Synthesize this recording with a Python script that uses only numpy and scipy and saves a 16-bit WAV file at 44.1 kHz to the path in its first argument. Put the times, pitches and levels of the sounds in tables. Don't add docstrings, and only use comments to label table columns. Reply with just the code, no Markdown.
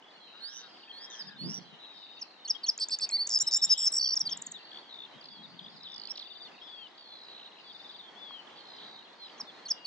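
import sys
import numpy as np
from scipy import signal
from scipy.fft import rfft, irfft
from scipy.io import wavfile
from scipy.ndimage import uniform_filter1d

SR = 44100
rng = np.random.default_rng(int(sys.argv[2]) if len(sys.argv) > 2 else 0)


def to_wav(sig):
    pcm = np.clip(np.atleast_2d(sig), -1, 1) * 32767
    pcm = np.round(pcm).astype(np.int16)
    wavfile.write(sys.argv[1], SR, pcm.T)


N = 434826
TIME = np.arange(N) / SR
FREQS = np.fft.rfftfreq(N, 1 / SR)

# pitches in Hz from start to end, then the crest's place from 0 to 1.
CHIP, SQUEAK, DIP = (4300, 6600, 7100, 6900, .45), (970, 2260, 2570, 2500, 0.56), (8200, 7650, 7750, 7900, .3)
BUZZ_LOW, BUZZ_HIGH, HELD = (4330, 4510, 4590, 4530, .6), (7850, 8200, 8480, 8500, .25), (4150, 4420, 4620, 4600, .7)
FLICK, RATTLE_ARCH, ARCH = (4300, 6100, 7300, 8000, .48), (4750, 5100, 5560, 5300, .66), (4750, 5330, 5380, 4950, .52)
CHORD_LOW, CHORD_HIGH, SWELL = (5150, 5540, 5680, 5520, .2), (6150, 6950, 7330, 7480, .62), (5150, 5270, 5290, 5180, 0.56)
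JANGLE_LOW, JANGLE_HIGH = (5550, 5570, 5430, 5150, .76), (8000, 7450, 7900, 7850, 7200, .25)
WARBLE_LOW, WARBLE_HIGH = (4550, 4480, 4720, 5100, .66), (6600, 5520, 5480, 5520, .72)
HOOK, DROP = (5480, 5700, 5520, 4750, .8), (8350, 7750, 7200, 5500, .72)
# offset in seconds, length in seconds, four pitches in Hz, crest 0-1.
TICK_NOTES = [(-.048, 0.024, 5180, 4530, 4313, 4260, 0.46), (-.020, 0.0197, 2530, 3020, 3340, 3370, 0.39),
              (0, .024, 5450, 5700, 5150, 4830, .58)]
# start of the main note in seconds, level in dB of each of the three notes.
TICKS = [(2.21, -55, -55, -32), (2.494, -34.5, -35.5, -19), (2.680, -28.5, -33.5, -17),
         (9.396, -67, -55, -32), (9.7, -36, -37.5, -20), (9.894, -33, -37, -12)]
OPENING_S = [2.777, 2.885, 2.9866, 3.0896]
# start and length in seconds, pitch in Hz, level in dB.
HELD_NOTES, HOOKS, DROPS = [(3.112, 0.06, 4490, -22.5), (3.169, 0.07, 4450, -25),
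                            (3.229, 0.039, 4400, -35.5)], [(4.118, 0.027, 5580, -22), (4.16, 0.019, 5600, -19),
                                                (4.198, 0.022, 5660, -20), (4.249, 0.033, 4710, -26.5),
                                                (4.307, 0.03, 5460, -26.5)], [(4.155, 0.004, 6900, -22),
                                                               (4.1926, 0.0048, 7150, -27),
                                                               (4.369, 0.0091, 7500, -32),
                                                               (4.416, 0.01, 7420, -30),
                                                               (4.461, 0.012, 7200, -31),
                                                               (4.512, 0.013, 7310, -33.5)]
# start in seconds, level in dB.
FLICKS = [(3.272, -21), (3.2933, -23), (3.388, -25)]
# start in seconds, repeats, period in seconds, first and last level in dB.
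RATTLES = [(3.301, 6, .0085, -26, -18.5), (3.509, 4, .0082, -26, -15.5)]
# start in seconds, pitch in Hz, level in dB.
ARCHES = [(3.352, 5220, -16.5), (3.367, 5150, -19.5), (3.541, 5310, -16.5)]
# start and length in seconds, lower voice's pitch in Hz and level in dB.
CHORDS = [(3.397, 0.033, 5620, -23.5), (3.554, 0.027, 5510, -23.5), (3.634, .028, 5440, -22.5)]
# start and length in seconds, pitch in Hz, level in dB,
# then the buzz's first and last pitch in Hz and its level in dB.
SWELLS = [(3.466, 0.024, 5340, -21, 8100, 7600, -36), (3.616, 0.029, 5360, -19, 8200, 6400, -35.5),
          (3.692, 0.05, 5237, -16, 5840, 6500, -28.5), (3.856, 0.031, 5350, -17.5, 6400, 5750, -26.5)]
# start in seconds, repeats, period in seconds, low pitch in Hz, first and last dB.
JANGLES = [(3.7755, 7, .0125, 5424, -26.5, -18), (3.92, 5, .0141, 5550, -26, -18)]
# start in seconds, repeats, level in dB, delay of the upper voice in seconds.
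WARBLES = [(3.9919, 6, -23, 0.018), (4.085, 3, -25, 0.003)]
# frequency in Hz, gain in dB.
THROAT, COMBINATION_GAIN, RASP_SPECTRUM = [(2500, -40.5), (3400, -25), (4200, -0.5), (5000, -3.5),
                                           (7800, 2.5), (8800, -11.5), (11500, -16), (14000, -19)], [(500, -52.5), (900, -12), (1400, 9.5),
                                                           (3000, -2), (9500, -5), (10600, -17), (11700, 5),
                                                           (13100, 4.5), (14200, -10.5)], [(600, -28), (1500, 3.5),
                                                                          (7000, -9), (9500, 10),
                                                                          (11500, -1.5), (13300, -2.5),
                                                                          (14200, -16)]
# frequency in Hz, pan in dB (always left minus right).
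BUNTING_PAN = [(3000, 2.5), (4500, -2), (5200, 1), (6000, -2), (7500, 0), (10000, 0.5)]

# start and length in seconds, first and last pitch in Hz,
# whistle level, buzz level and pan in dB.
RISERS = [(0.393, 0.24, 4070, 5760, -40, -43, -7.5), (0.911, 0.16, 4010, 5240, -43, -42, -3),
          (1.375, 0.221, 4140, 5490, -36.5, -37, -5.5)]
# start in seconds, pitch in Hz, level in dB.
TRILL_TICKS = [(5.918, 5400, -46), (5.9405, 5400, -42), (5.9595, 5030, -37.5), (5.978, 4850, -36.5),
               (5.9965, 4750, -36), (6.0152, 4570, -35), (6.034, 4530, -36), (6.0523, 4540, -34),
               (6.071, 4730, -35)]
# start and length in seconds, four pitches in Hz, level in dB.
TRILL_END = (6.084, .038, 4700, 5280, 5430, 5620, -42.5)
# start and length in seconds, first and last pitch in Hz, level in dB,
# flutter rate and depth in Hz, pan in dB.
FAR_WHEEZES = [ (0.202, 0.48, 4150, 3746, -53, 105.5, 80.5, 4.5),
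               (1.099, 0.095, 6350, 5720, -51.5, 121, 490, -8.5),
               (1.788, 0.41, 3980, 3687, -50.5, 105.8, 75, 5.5),
               (3.038, 0.16, 3130, 2054, -55.5, 41.9, 200, 11),
               (3.384, 0.42, 4030, 3680, -46.5, 107.3, 170, 2),
               (3.68, 0.2, 2990, 3340, -48.5, 152, 223, 10), (4.58, 0.24, 4610, 4400, -52, 50, 150, -2.5),
               (4.889, 0.17, 4070, 3540, -45.5, 63.8, 157, 5.5),
               (5.286, 0.14, 3620, 3280, -52, 65.7, 39.7, 3), (5.803, 0.17, 3960, 3530, -47, 65.6, 150, 6),
               (6.973, 0.51, 4740, 3820, -49.5, 62.3, 151, -1),
               (8.552, 0.48, 4610, 3790, -49, 62.7, 150, -1)]
# start and length in seconds, first and last pitch in Hz, level and pan in dB.
FAR_WHISTLES = [ (0.168, 0.15, 3400, 2960, -58.5, -8), (0.448, 0.15, 3400, 2970, -58, -5),
                (0.831, 0.011, 3000, 2730, -51, -4), (0.875, 0.014, 2430, 2780, -51, 3),
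                (0.894, 0.024, 3300, 3150, -44.5, 4), (0.936, 0.27, 3310, 3160, -57, 9),
                (1.098, 0.061, 3820, 3150, -47, 6), (1.192, 0.034, 5400, 4350, -35.5, -5),
                (1.269, 0.027, 5160, 4650, -44, 5), (1.283, .014, 3170, 3660, -53, 6),
                (1.307, .018, 3550, 4050, -53, 5), (1.283, 0.0847, 1732, 1570, -55, 5),
                (5.874, .24, 5050, 4060, -57, 0), (1.364, 0.017, 3860, 3480, -52, 3),
                (1.6, 0.16, 3385, 3190, -66, 8), (2.547, 0.023, 3240, 3270, -48, 21),
                (4.046, 0.023, 3360, 3130, -43, 6), (4.331, 0.041, 3150, 3520, -47, 4),
                (4.54, 0.034, 3920, 3420, -41, 4.5), (5.289, 0.089, 4850, 4340, -52.5, -2.5),
                (5.43, 0.032, 3990, 3530, -44.5, 6.5), (5.762, 0.023, 4760, 4250, -51, -2),
                (5.831, 0.0072, 5280, 4200, -38.5, -2), (5.841, 0.04, 4160, 3020, -43, 1),
                (6.207, 0.024, 4420, 3260, -41.5, -5), (6.41, 0.07, 4710, 4240, -51, 1.5),
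                (8.29, 0.058, 4570, 4000, -56, 4), (9.471, 0.031, 3630, 3410, -45.5, 2),
                (7.084, 0.12, 3500, 3310, -57.5, 4), (7.637, 0.09, 3560, 3160, -55, 3),
                (7.982, 0.12, 3800, 3160, -55, -3), (9.194, 0.079, 4250, 3830, -46, -1),
                (9.721, 0.18, 2910, 2810, -58, 12)]
# start and length in seconds, level and pan in dB.
FAR_ARCHES = [(6.614, .26, -46, 7), (8.157, .255, -47, 7)]
# pitch in Hz, at even steps of time.
FAR_ARCH_HZ = (3170, 3490, 3370, 3230, 2880)
CHIME_HZ = (3956, 3554, 3660)
# start and length in seconds, three pitches in Hz, level in dB.
LOW_CALLS = [(0.331, 0.35, 1390, 1620, 1360, -57.5), (0.848, 0.53, 1760, 1780, 1560, -59),
             (4.28, .49, 1820, 1845, 1740, -63)]
# start in seconds, repeats, period in seconds, pitch in Hz,
# mean rise as a share of the pitch, level and pan in dB.
FAR_RUNS = [(4.29, 3, 0.019, 3440, 0.17, -39.5, 9), (4.715, 6, 0.014, 3370, -0.12, -42.5, 7),
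            (5.21, 6, 0.015, 4500, -0.22, -45, -1), (5.59, 6, 0.018, 3490, -0.14, -43, 4),
            (6.075, 5, .031, 3100, -0.2, -53.5, 1), (6.155, 3, 0.019, 4350, -0.33, -37.5, -1),
            (7.374, 6, 0.019, 3090, -.2, -50.5, -4), (7.555, 4, 0.014, 2960, 0.24, -51.5, 7),
            (8.47, 7, 0.022, 3290, -0.27, -52.5, -7), (8.785, 5, 0.018, 3390, -0.19, -47.5, 4),
            (9.245, 4, 0.017, 3220, -0.23, -50.5, 0)]
# start in seconds, repeats, level in dB.
FAR_CHIMES = [(6.251, 5, -44), (7.695, 7, -45.5)]

# start in seconds, peak level in dB.
KNOCKS = [(8.308, -37), (9.4, -34.5)]
# centre and half width in seconds, level in dB.
GUSTS = [(1.276, 0.081, -62.5), (1.464, 0.076, -43), (1.635, 0.086, -56.5), (3.441, 0.0084, -50),
         (3.667, 0.039, -61.5), (4.234, 0.011, -46.5), (4.375, 0.14, -58.5), (5.167, 0.016, -53.5),
         (5.587, 0.31, -58), (9.435, 0.013, -51)]
# frequency in Hz, relative level in dB.
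GUST_SPECTRUM, AIR_SPECTRUM = [(25, -36), (100, -21), (160, 4), (210, 0.5), (300, -10), (1000, -32),
                               (8000, -80.5)], [(50, -43), (100, -20), (190, -6.5), (332, -3),
                                                    (556, -4.5), (859, -1), (1380, -7.5), (2000, -7),
                                                    (2350, -11.5), (4400, -16), (5300, -19.5), (6650, -26),
                                                    (8350, -38.5), (14000, -65)]
# time in seconds, level in dB.
AIR_LEVEL = [(0, -57.5), (2, -58.5), (4.2, -56.5), (5.8, -58), (7.6, -56.5), (8.6, -54), (9.86, -55.5)]
# frequency in Hz, left-right correlation.
EAR_CORRELATION = [(100, 0.29), (280, 0.74), (600, 0.53), (1200, 0.61), (2500, 0.27)]


def bunting(left_lead_s=.000027, rasp_db=-31, coupling_db=-13):
    song = np.zeros((2, N))
    for phrase in (ticks, opening, rattles, chords, jangles, ending):
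        for s, sound in phrase():
            add(song, s, sound)
    spectrum = rfft(song) + undb(coupling_db + at_pitch(COMBINATION_GAIN, FREQS)) * rfft(song ** 2)
    effort = uniform_filter1d(np.abs(np.diff(song[0], 2, prepend=[0, 0])), size=300)
    rasp = undb(rasp_db) * effort * noise(RASP_SPECTRUM)
    left_ear = undb(at_pitch(BUNTING_PAN, FREQS) / 2) * np.exp(1j * np.pi * FREQS * left_lead_s)
    return irfft(spectrum * np.array([left_ear, 1 / left_ear]), N) + rasp


def syrinx(length, pitches, crest, buzz_hz=0, depth_hz=0, choke_hz=800, octave_db=-24, close_s=0.0015):
    hz, swell = gesture(length, pitches, crest, pointed=np.exp(-(length / .026) ** 2))
    n = len(hz)
    early = np.linspace(.5, -.5, n)
    cycle = turn(buzz_hz * (1 + 0.25 * early + .09 * walk(400, n)))
    swing = np.sin(cycle)
    sawtooth = swing - .3 * np.sin(2 * cycle)
    jitter = 0.0087 * (hz / 5000) * walk(880, n)
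    phase = turn(hz * (1 + jitter) + depth_hz * sawtooth)
    pulse = np.exp((swing - 1) * (1 + early) * depth_hz / choke_hz)
    closing = np.tanh(TIME[:n][::-1] / close_s) ** 2
    first, second = undb(at_pitch(THROAT, hz)), undb(octave_db + at_pitch(THROAT, 2 * hz))
    tone = (first * np.sin(phase) + second * np.sin(2 * phase)) / np.hypot(first, second)
    return swell * pulse * closing * tone


def note(shape, length, db, hz=None, buzz_hz=0, depth_hz=0):
    pitches = np.array(shape[:-1], float)
    if hz is not None:
        pitches = pitches * hz / np.mean(pitches[1:-1])
    return undb(db) * syrinx(length, pitches, shape[-1], buzz_hz, depth_hz)


def train(shape, s, repeats, period, length, first_db, last_db, hz=None, variation=.009):
    hz = np.mean(shape[1:-2]) if hz is None else hz
    for k, db in enumerate(np.linspace(first_db, last_db, repeats)):
        late, extra_db, detune = rng.standard_normal(3) * (.03, .8, variation)
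        yield s + (k + late) * period, note(shape, length, db + extra_db, hz * (1 + detune))


def ticks():
    for s, *levels in TICKS:
        for (offset, length, *shape), db in zip(TICK_NOTES, levels):
            yield s + offset, note(shape, length, db)


def opening(buzz_s=0.052, buzz_hz=500):
    for s in OPENING_S:
        yield s, note(CHIP, length=.005, db=-27.5)
        yield s + 0.0075, note(SQUEAK, length=.009, db=-36.5)
        yield s + 0.0194, note(DIP, length=.008, db=-34.5)
    for s in OPENING_S[:-1]:
        yield s + 0.019, note(BUZZ_LOW, buzz_s, db=-22, buzz_hz=buzz_hz, depth_hz=378)
        yield s + 0.019, note(BUZZ_HIGH, buzz_s, db=-45.5, buzz_hz=buzz_hz, depth_hz=400)
    for s, length, hz, db in HELD_NOTES:
        yield s, note(HELD, length, db, hz)


def rattles(flick_db=-8):
    for s, db in FLICKS:
        yield s - .003, note(FLICK, length=0.0041, db=db - 8, hz=7300)
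        yield s, note(FLICK, length=0.0048, db=db, hz=6600)
    for s, repeats, period, first_db, last_db in RATTLES:
        yield from train(FLICK, s, repeats + 1, period, 0.0071, first_db + flick_db, last_db + flick_db)
        yield from train(RATTLE_ARCH, s, repeats, period, 1.02 * period, first_db, last_db, hz=5230)
    for s, hz, db in ARCHES:
        yield s, note(ARCH, length=.0155, db=db, hz=hz)


def chords():
    for s, length, hz, db in CHORDS:
        yield s, note(CHORD_LOW, length, db, hz)
        yield s, note(CHORD_HIGH, length, db=-24)
    for s, length, hz, db, from_hz, to_hz, buzz_db in SWELLS:
        stutter = syrinx(0.015, (hz, hz), crest=.8, buzz_hz=320, depth_hz=200, choke_hz=129.3)
        yield s - 0.004, undb(db - 8) * stutter
        yield s, note(SWELL, length, db, hz)
        yield s, undb(buzz_db) * syrinx(length, (from_hz, to_hz), crest=0.67, buzz_hz=433, depth_hz=400)


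def jangles(high_db=-30, warble_period_s=.0151):
    for s, repeats, period, hz, first_db, last_db in JANGLES:
        yield from train(JANGLE_HIGH, s - .001, repeats, period, 0.85 * period, high_db, high_db,
                         variation=0.029)
        yield from train(JANGLE_LOW, s, repeats, period, 0.96 * period, first_db, last_db, hz)
    for s, repeats, db, delay in WARBLES:
        yield from train(WARBLE_LOW, s, repeats, warble_period_s, .0135, db, db)
        yield from train(WARBLE_HIGH, s + delay, repeats - 1, warble_period_s, 0.013, db - 1.5, db - 1.5)


def ending():
    for s, length, hz, db in HOOKS:
        yield s, note(HOOK, length, db, hz)
    yield HOOKS[-1][0] - 0.02, note(SQUEAK, length=0.024, db=-40, hz=3050)
    for s, length, hz, db in DROPS:
        yield s, note(DROP, length, db, hz)


def neighbours(tick_s=0.0061, tick_rise=0.23, trill_pan_db=-7.5, lag_s=.00007):
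    out = np.zeros((2, N))
    for s, *call, pan_db in RISERS:
        add(out, s, riser(*call), pan_db, lag_s)
    for s, hz, db in TRILL_TICKS:
        upstroke = (hz * (1 - tick_rise / 2), hz * (1 + tick_rise / 2))
        pitch, swell = gesture(tick_s, upstroke, crest=0.45, rise=1.8, fall=1.4)
        add(out, s, undb(db) * swell * np.sin(turn(pitch)), trill_pan_db, lag_s)
    s, length, *pitches, db = TRILL_END
    add(out, s, undb(db) * far_note(length, pitches, shimmer_db=9), trill_pan_db, lag_s)
    return out


def riser(length, from_hz, to_hz, whistle_db, buzz_db, climb_at_s=0.092, climb_s=0.03, buzz_at_s=0.1,
          flutter_hz=128, stroke_hz=1900, attack_s=0.055, release_s=0.019):
    t = TIME[:int(length * SR)]
    climb = .5 + .5 * np.tanh((t - climb_at_s) / climb_s / 2)
    buzz = .5 + .5 * np.tanh((t - buzz_at_s) / climb_s)
    cycle = np.cumsum(flutter_hz * (1 + .06 * walk(60, len(t)))) / SR % 1
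    hz = (from_hz + (to_hz - from_hz) * climb) * (1 + 0.0092 * walk(830, len(t)))
    phase = turn(hz + stroke_hz * buzz ** 2 * np.exp(-cycle / .22))
    tone = np.sin(phase) + undb(-26) * (1 - buzz / 2) * np.sin(2 * phase)
    pulses = np.abs(np.sin(np.pi * cycle)) ** 3
    strength = undb(whistle_db) * (1 - climb) + undb(buzz_db) * buzz * pulses
    swell = np.minimum(t / attack_s, 1) * np.minimum((length - t) / release_s, 1)
    shimmer = undb(3 * walk(61, len(t)))
    return swell * shimmer * strength * tone


def far_birds(lag_s=.00007):
    out = np.zeros((2, N))
    for s, sound, pan_db in (*far_calls(), *far_series()):
        add(out, s, sound, pan_db, lag_s)
    return out


def far_note(length, pitches, depth_hz=0, flutter_hz=105, choke_hz=260, shimmer_db=2.5, jitter=0.0052,
             crest=0.91, edge_s=0.0012):
    hz, swell = gesture(length, pitches, crest, rise=0.23, fall=0.33)
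    n = len(hz)
    cycle = turn(flutter_hz * (1 + .03 * walk(40, n)))
    phase = turn(hz * (1 + jitter * walk(200, n)) + depth_hz * np.sin(cycle))
    pulse = np.exp(-np.cos(cycle) * min(depth_hz / choke_hz, 1))
    pulse /= np.sqrt(np.mean(pulse ** 2))
    octave = undb(-36 + at_pitch(THROAT, hz)) * (hz < 5600)
    tone = np.sin(phase) + octave * np.sin(2 * phase)
    edge = np.minimum(np.minimum(TIME[:n], TIME[:n][::-1]) / edge_s, 1)
    shimmer = undb(shimmer_db * walk(59.8, n))
    return edge * swell * pulse * shimmer * tone


def far_calls(low_pan_db=6):
    for s, length, from_hz, to_hz, db, flutter_hz, depth_hz, pan_db in FAR_WHEEZES:
        pitches = glide(from_hz, to_hz, shares=(.68, .87))
        yield s, undb(db) * far_note(length, pitches, depth_hz, flutter_hz, choke_hz=191, crest=.95), pan_db
    for s, length, from_hz, to_hz, db, pan_db in FAR_WHISTLES:
        yield s, undb(db) * far_note(length, glide(from_hz, to_hz, shares=(.34,))), pan_db
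    for s, length, db, pan_db in FAR_ARCHES:
        yield s, undb(db) * far_note(length, FAR_ARCH_HZ), pan_db
    for s, length, *pitches, db in LOW_CALLS:
        call = far_note(length, pitches, depth_hz=170, flutter_hz=175, choke_hz=600, shimmer_db=3,
                        jitter=0.014)
        yield s, undb(db) * call, low_pan_db


def far_series(pip_share=0.453, chime_period_s=.049, chime_s=0.027, chime_pan_db=6, upper_hz=(4750, 4500)):
    for s, repeats, period, hz, rise, db, pan_db in FAR_RUNS:
        for k in range(repeats):
            tuning, slant = 1 + rng.standard_normal(2) * (.035, .5)
            stroke = hz * tuning * (1 + rise * slant * np.array([-.5, .5]))
            yield s + k * period, undb(db) * far_note(pip_share * period, stroke, shimmer_db=3), pan_db
    for s, repeats, db in FAR_CHIMES:
        for start in s + np.arange(repeats) * chime_period_s:
            yield start, undb(db) * far_note(chime_s, CHIME_HZ, shimmer_db=1.5), chime_pan_db
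            yield start - chime_s, undb(db - 10) * far_note(chime_s, upper_hz), chime_pan_db


def far_chatter(count=230, slur_hz=3850, slur_db=-63.5, slur_s=.15, warble_hz=45,
                tick_hz=3550, tick_db=-58, tick_s=0.008, period_s=0.022, lag_s=.00007):
    out = np.zeros((2, N))
    starts = (np.arange(count) + rng.random(count)) / count * N / SR
    for s, (pitch, span, slope, size, side, reach) in zip(starts, rng.uniform(-1.7, 1.7, (count, 6))):
        slide = -0.1 + 0.11 * slope
        contour = slur_hz * np.exp(0.14 * pitch + np.array([-slide / 2, 0.035 * reach, slide / 2]))
        slur = far_note(slur_s * 2 ** (span / 2), contour, warble_hz * abs(reach), shimmer_db=3,
                        jitter=0.005)
        add(out, s, undb(slur_db + size) * slur, 2 * side, lag_s * (1 + side))
        for k, (late, loud, high) in enumerate(rng.uniform(-2.2, 2, (round(4 + span), 3))):
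            stroke = tick_hz * np.exp(0.16 * reach + .04 * high + np.array([-slide, slide]) / 2)
            tick = undb(tick_db - size + loud) * far_note(tick_s * 2 ** (pitch / 2), stroke)
            start = s + (k + late / 10) * period_s * 2 ** (side / 2)
            add(out, start, tick, 1 - side, lag_s * (1 - side))
    return out


def knocks(ring_hz=1080, t60=0.0097, attack_s=0.00086):
    out, t = np.zeros((2, N)), TIME[:SR // 20]
    envelope = undb(-60 * t / t60) * np.minimum(t / attack_s, 1) ** 2
    ring = envelope * np.sin(2 * np.pi * ring_hz * t)
    for s, db in KNOCKS:
        add(out, s, undb(db) * ring / np.abs(ring).max())
    return out


def wind(buffet_db=6, waver_db=1.66):
    force = sum(undb(db) * np.exp(-((TIME - s) / width) ** 2) for s, width, db in GUSTS)
    buffets = np.array([walk(35, N) for _ in range(2)])
    gusts = noise(GUST_SPECTRUM) * force * undb(buffet_db * buffets)
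    air_db = np.interp(TIME, *np.transpose(AIR_LEVEL))
    murmur = noise(AIR_SPECTRUM) * undb(air_db + waver_db * walk(11, N))
    return gusts + murmur


def scatter(x, t60):
    t = TIME[:SR // 2]
    tail = rng.standard_normal((2, len(t))) * undb(-60 * t / t60) * np.minimum(t / 0.0029, 1)
    return signal.fftconvolve(x, tail / np.sqrt(np.sum(tail ** 2) / 2), axes=1)[:, :N]


def gesture(length, pitches, crest, rise=1.17, fall=0.42, pointed=0):
    progress = np.linspace(0, 1, max(int(length * SR), 16))
    curve = np.polyfit(np.linspace(0, 1, len(pitches)), pitches, len(pitches) - 1)
    ramp = np.interp(progress, [0, crest, 1], [0, 1, 0])
    arch = pointed * ramp + (1 - pointed) * np.sin(np.pi / 2 * ramp)
    return np.polyval(curve, progress), arch ** np.where(progress < crest, rise, fall)


def glide(from_hz, to_hz, shares):
    return from_hz + np.array([0, *shares, 1]) * (to_hz - from_hz)


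def noise(spectrum):
    mid, side = rfft(rng.standard_normal((2, N)))
    correlation = at_pitch(EAR_CORRELATION, FREQS)
    mid, side = mid * np.sqrt(1 + correlation), side * np.sqrt(1 - correlation)
    x = irfft(np.array([mid + side, mid - side]) * undb(at_pitch(spectrum, FREQS)), N)
    return x / x.std()


def walk(rate_hz, size):
    hold = max(int(SR / rate_hz), 2)
    steps = np.repeat(rng.standard_normal(size // hold + 2), hold)
    return uniform_filter1d(steps, hold)[:size]


def add(out, s, sound, pan_db=0, lag_s=0):
    for channel, (start, db) in enumerate([(s, pan_db / 2), (s + lag_s, -pan_db / 2)]):
        i = max(int(start * SR), 0)
        part = sound[:max(N - i, 0)]
        out[channel, i:i + len(part)] += undb(db) * part


def turn(hz):
    return 2 * np.pi * np.cumsum(hz) / SR


def at_pitch(points, hz):
    f, value = np.transpose(points)
    return np.interp(np.log(np.maximum(hz, 1)), np.log(f), value)


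def undb(db):
    return 10 ** (np.asarray(db) / 20)


def scene():
    near, middle, far, chatter = bunting(), neighbours(), far_birds(), far_chatter()
    near_echo = undb(-16.5) * scatter(near, t60=0.17)
    far_echo = undb(-10) * scatter(undb(-7) * middle + far + undb(6) * chatter, t60=0.28)
    return near + near_echo + middle + far + chatter + far_echo + knocks() + wind()


def record(dry, cutoff_hz=14200):
    return signal.sosfilt(signal.ellip(8, .2, 70, cutoff_hz, fs=SR, output="sos"), dry)


dry = scene()
out = record(dry)
to_wav(out)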